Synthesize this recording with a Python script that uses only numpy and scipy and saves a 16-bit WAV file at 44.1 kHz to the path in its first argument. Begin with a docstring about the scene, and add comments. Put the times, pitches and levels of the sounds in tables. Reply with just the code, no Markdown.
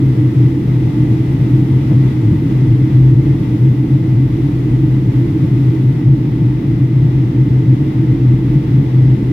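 """The cabin of an airliner in flight, heard close to a window seat, booms in uneven swells on one low resonance.
The boom and a deeper throb are noise rung through sharp cabin modes; the panels' rumble is noise through many.
The engines add a wavering hum and a faint whine as sine tones; air hisses along the window and from the
vents as shaped stereo noise. The camera's limiter turns down any peak that passes full scale."""
import sys
import numpy as np
from scipy import signal
from scipy.fft import rfft, irfft, next_fast_len
from scipy.io import wavfile
from scipy.ndimage import uniform_filter1d, minimum_filter1d, map_coordinates

SR = 44100
rng = np.random.default_rng(int(sys.argv[2]) if len(sys.argv) > 2 else 0)


def dump_mix(stems):
    """Bounce the given channels to the path in sys.argv[1] as a 16-bit WAV at rate SR."""
    frames = np.atleast_2d(stems).T  # one column per channel
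    limited = np.clip(frames, -1, 1)  # hard clip at full scale
    pcm = np.round(limited * 32767).astype(np.int16)
    wavfile.write(sys.argv[1], SR, pcm)


N = 411012

# Strength of the airflow over time, before each source's own gain: start_s, rush_db, hiss_db
AIRFLOW_LEVELS = [(0, -36.5, -55.5), (1.7, -35.5, -55.5), (3.5, -36.5, -56.5), (3.75, -37.5, -57.4),
                  (5, -36.5, -56.5), (5.75, -36.5, -56), (6.1, -37.6, -59.5), (7, -37.5, -60.0),
                  (8, -36.5, -59.5), (9.3, -36.5, -59)]


def amp(db):
    """Decibels to gain."""
    return 10 ** (np.asarray(db) / 20)


def unit(x):
    """Scale to rms 1."""
    return x / np.sqrt(np.mean(np.abs(x) ** 2) + 1e-20)


def along(points, hz):
    """Read (frequency, value) points on a logarithmic frequency axis."""
    point_hz, value = np.transpose(points)
    return np.interp(np.log(hz + 1), np.log(point_hz + 1), value)


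def curves(rows):
    """One value per sample for each column after the time."""
    knot_s, *columns = np.transpose(rows)
    time_s = np.arange(N) / SR
    return [np.interp(time_s, knot_s, column) for column in columns]


def wobble(rate):
    """A smooth random curve through normally distributed knots, rate of them a second."""
    knots = rng.standard_normal(int(N * rate / SR) + 4)
    return map_coordinates(knots, [np.arange(N) * rate / SR])


def filtered(x, response):
    """Pass x through a response given as a function of frequency."""
    size = next_fast_len(N + SR // 2)  # padded, so that ringing does not wrap to the start
    hz = np.fft.rfftfreq(size, 1 / SR)
    return irfft(rfft(x, size) * response(hz), size)[..., :N]


def bell(hz, centre_hz, width_hz):
    """Magnitude of one resonance, 1 at its centre."""
    return hz * width_hz / np.hypot(centre_hz ** 2 - hz ** 2, hz * width_hz)


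def colour(spectrum, modes, hz):
    """Gain of a broad spectrum with resonances standing on it."""
    raised_db = sum(db * bell(hz, centre, width) ** 2 for centre, width, db in modes)
    return amp(along(spectrum, hz) + raised_db)


def even(x, seconds):
    """Noise with its swells slower than the given time smoothed away, rms 1."""
    size = max(int(seconds * SR), 1)
    power = np.abs(signal.hilbert(x, next_fast_len(N))[:N]) ** 2
    slow_power = uniform_filter1d(uniform_filter1d(power, size), size)
    return unit(x / np.sqrt(np.abs(slow_power) + 1e-12))


def gate(t, length, rise_s, fall_s):
    """Rise, hold and fall between 0 and 1, half open at t = 0 and at t = length."""
    return np.clip(.5 + np.minimum(t / rise_s, (length - t) / fall_s), 0, 1)


def cabin_mode(level_db, centre_hz, width_hz, skirt_hz, settle_s):
    """Turbulence drives one sharp standing wave in the cabin, which swells and fades unevenly."""
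    noise = rng.standard_normal(N)
    # the wider second bell steepens the skirts of the resonance
    ring = filtered(noise, lambda hz: bell(hz, centre_hz, width_hz) * bell(hz, centre_hz, skirt_hz))
    return amp(level_db) * even(ring, settle_s)


def boom_level():
    """The boom beats at random, in dB; each strong swell rises out of a lull, holds and falls into another."""
    # Strong swells of the boom, level before the crest is added: start_s, length_s, level_db
    swell_rows = [(0.022, 0.11, -10.5), (0.175, 0.09, -10.5), (0.35, 0.14, -8.5), (0.831, 0.066, -11),
                  (1.098, 0.05, -10), (1.412, 0.04, -10.5), (1.513, 0.05, -8), (1.72, 0.06, -8.5),
                  (2.229, 0.12, -10.5), (2.537, 0.045, -10.5), (2.602, 0.064, -9.5), (2.676, 0.07, -9),
                  (2.814, 0.045, -10), (2.935, 0.28, -7), (3.62, 0.11, -8), (3.919, 0.07, -9),
                  (4.078, 0.2, -10), (5.061, 0.05, -7.5), (5.153, 0.09, -11), (5.419, 0.044, -7.5),
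                  (5.841, 0.07, -8), (6.051, 0.1, -6), (6.402, 0.1, -9.5), (6.93, 0.069, -9.0),
                  (7.019, 0.05, -9), (7.365, 0.08, -8), (7.51, 0.09, -10.5), (7.669, 0.083, -7.0),
                  (8.075, 0.054, -9.0), (8.212, 0.15, -9.5), (8.544, 0.046, -9.0), (8.711, 0.07, -10.0),
                  (8.929, 0.21, -8.5)]
    rise_s, fall_s = .026, .03
    crest_db = 0.9  # added at the top of every swell
    # on either side of a swell the boom sinks by this share of the swell's height
    lull_share, lull_s = 0.61, .06
    base_db, beat_db, beat_rate = -14, 3.5, 24  # between swells; random knots a second

    t = np.arange(N) / SR
    lull_db, swell, peak_db = np.zeros((3, N))
    for start, length, db in swell_rows:
        near = slice(*np.searchsorted(t, [start - .5, start + length + .5]))
        since = t[near] - start
        around = gate(since + lull_s, length + 2 * lull_s, fall_s, rise_s)
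        lull_db[near] = np.maximum(lull_db[near], lull_share * (db - base_db) * around)
        shape = gate(since, length, rise_s, fall_s)
        # where swells overlap, the more open one sets the level
        peak_db[near] = np.where(shape > swell[near], db, peak_db[near])
        swell[near] = np.maximum(swell[near], shape)
    between_db = base_db + beat_db * wobble(beat_rate) - lull_db
    return between_db + swell * (peak_db + crest_db - between_db)


def boom():
    """The loudest standing wave of the cabin, a narrow low resonance driven by turbulence."""
    return cabin_mode(boom_level(), centre_hz=127.5, width_hz=5.9, skirt_hz=34, settle_s=0.021)


def throb():
    """The deepest cabin mode rises and falls slowly, with a quicker random swing on top."""
    # Slow course of the throb, before its random swing: start_s, level_db
    throb_rows = [(0, -33), (0.6, -37.0), (0.9, -31.5), (1.4, -32), (2.4, -33.5), (3.1, -28), (3.7, -38.5),
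                  (4.3, -29.5), (5.1, -30), (5.9, -37.0), (6.3, -33.5), (7.35, -31.5), (7.7, -37.5),
                  (8.3, -30.5), (9.3, -30)]
    swing_db, swing_rate = 2, 9  # random knots a second
    level_db = curves(throb_rows)[0] + swing_db * wobble(swing_rate)
    return cabin_mode(level_db, centre_hz=49.8, width_hz=7.5, skirt_hz=25, settle_s=0.26)


def rumble(gain_db):
    """The fuselage panels roar with the airflow; waves this long reach both microphones alike."""
    # Broad rumble of the fuselage, relative spectrum: frequency_hz, density_db_per_hz
    roar_spectrum = [(10, -52.5), (22, -33.5), (36, -22), (62, -13.5), (85, -4.5), (120, 0.5), (155, 3),
                     (190, -3.5), (232, -8), (335, -7.5), (365, -13), (430, -16), (540, -29.5), (800, -62)]
    # Cabin and panel resonances, height over the broad rumble: centre_hz, width_hz, height_db
    panel_modes = [(83, 14, 2.5), (160, 14, 0.5), (210.3, 24, 5), (245, 11, 6.5), (283.8, 31.6, 10.5),
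                   (325.4, 33, 10), (445, 34, 1), (480, 18, 2.5)]
    swing_db, swing_rate = 0.76, 5  # the panels' own swings; random knots a second
    rush_db, _ = curves(AIRFLOW_LEVELS)
    roar = filtered(rng.standard_normal(N), lambda hz: colour(roar_spectrum, panel_modes, hz))
    level_db = rush_db + gain_db + swing_db * wobble(swing_rate)
    return amp(level_db) * even(roar, seconds=0.58)


def engines(flutter_db):
    """Shaft tones waver in pitch and strength on their way through the wall."""
    # Engine hum and whine, rms level: pitch_hz, level_db, pitch_wander_hz, left_right_phase_rad
    tone_rows = [(310, -26.5, 0.81, 0.066), (887, -54.5, 3.5, -.3)]
    out = np.zeros((2, N))
    for hz, db, wander_hz, spread in tone_rows:
        phase = 2 * np.pi * np.cumsum(hz + wander_hz * wobble(6)) / SR
        flutter = amp(flutter_db * wobble(6.5))
        tone = flutter * np.sin([phase + spread / 2, phase - spread / 2])
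        out += amp(db) * unit(tone)
    return out


def air_noise(spectrum, modes):
    """Stereo turbulence of rms 1, only partly alike at the two microphones."""
    # Left-right likeness of the air noise, negative where opposed: frequency_hz, coherence
    likeness = [(350, 0.36), (660, -0.37), (810, -.2), (890, 0.075), (1180, .2), (1480, -.42),
                (1750, -0.15), (1980, 1), (2100, 0.43), (2250, .2), (2650, 0.076), (3700, .2),
                (5500, -0.18), (15000, -0.5)]

    def mid_side_gains(hz):
        # the split of power between mid and side sets the coherence
        turn = np.arccos(np.clip(along(likeness, hz), -1, 1)) / 2
        return colour(spectrum, modes, hz) * [np.cos(turn), np.sin(turn)]

    mid, side = filtered(rng.standard_normal((2, N)), mid_side_gains)
    return unit(np.array([mid + side, mid - side]))


def airflow(rush_gain_db, hiss_gain_db, flutter_db):
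    """Rush along the window and fine hiss, both stirred by the same eddies."""
    # Air rushing past the window, relative spectrum: frequency_hz, density_db_per_hz
    rush_spectrum = [(30, -1.5), (100, 6), (250, 10), (400, 9.5), (560, 3), (820, 3), (1030, -3),
                     (1750, -5), (2400, -7), (3450, -12), (4200, -16.5), (5300, -17.5), (7500, -31),
                     (15000, -55)]
    # Vent and trim resonances, height over the rush: centre_hz, width_hz, height_db
    vent_modes = [(894, 55, 1.5), (1956, 73, 5), (2066, 60, 7), (3420, 140, 3), (3850, 120, 3.5)]
    # Fine hiss, relative spectrum: frequency_hz, density_db_per_hz
    hiss_spectrum = [(2000, -14.5), (6000, 0.5), (7600, -1), (9000, 0), (11200, 0), (12500, 1.5),
                     (13900, -1.5), (15700, -15)]
    rush_db, hiss_db = curves(AIRFLOW_LEVELS)
    rush = amp(rush_db + rush_gain_db) * air_noise(rush_spectrum, vent_modes)
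    hiss = amp(hiss_db + hiss_gain_db) * air_noise(hiss_spectrum, [])
    return (rush + hiss) * amp(flutter_db * wobble(14))


def window_side(cabin):
    """The nearby window favours one microphone or the other by frequency."""
    # Left minus right level: frequency_hz, difference_db
    side_balance = [(50, 0.5), (125, 1), (200, 2), (310, -2.5), (450, -4.5), (570, -8), (800, 4), (1300, 1),
                    (2000, 1), (3300, 3.5), (5500, 1), (9000, -1), (15000, 1)]
    return filtered(cabin, lambda hz: amp(np.outer([.5, -.5], along(side_balance, hz))))


def scene():
    """All of the cabin as it reaches the two microphones beside the window."""
    low = boom() + throb() + rumble(gain_db=19.5)  # the same in both channels
    hum_and_whine = engines(flutter_db=3.0)
    air = airflow(rush_gain_db=3.4, hiss_gain_db=0.84, flutter_db=0.53)
    return window_side(low + hum_and_whine + air)


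def limiter(x, ceiling, hold_s):
    """The gain of both channels drops just before a peak and comes back after a short hold."""
    size = max(int(hold_s * SR), 1)
    needed = np.minimum(1, ceiling / (np.abs(x).max(axis=0) + 1e-9))
    return x * uniform_filter1d(minimum_filter1d(needed, size), size)


def record(dry):
    """The camera holds peaks at full scale, then keeps nothing above its band limit."""
    top_hz = 15750
    held = limiter(dry, ceiling=1, hold_s=.03)
    return filtered(held, lambda hz: hz < top_hz)


dry = scene()
out = record(dry)
dump_mix(out)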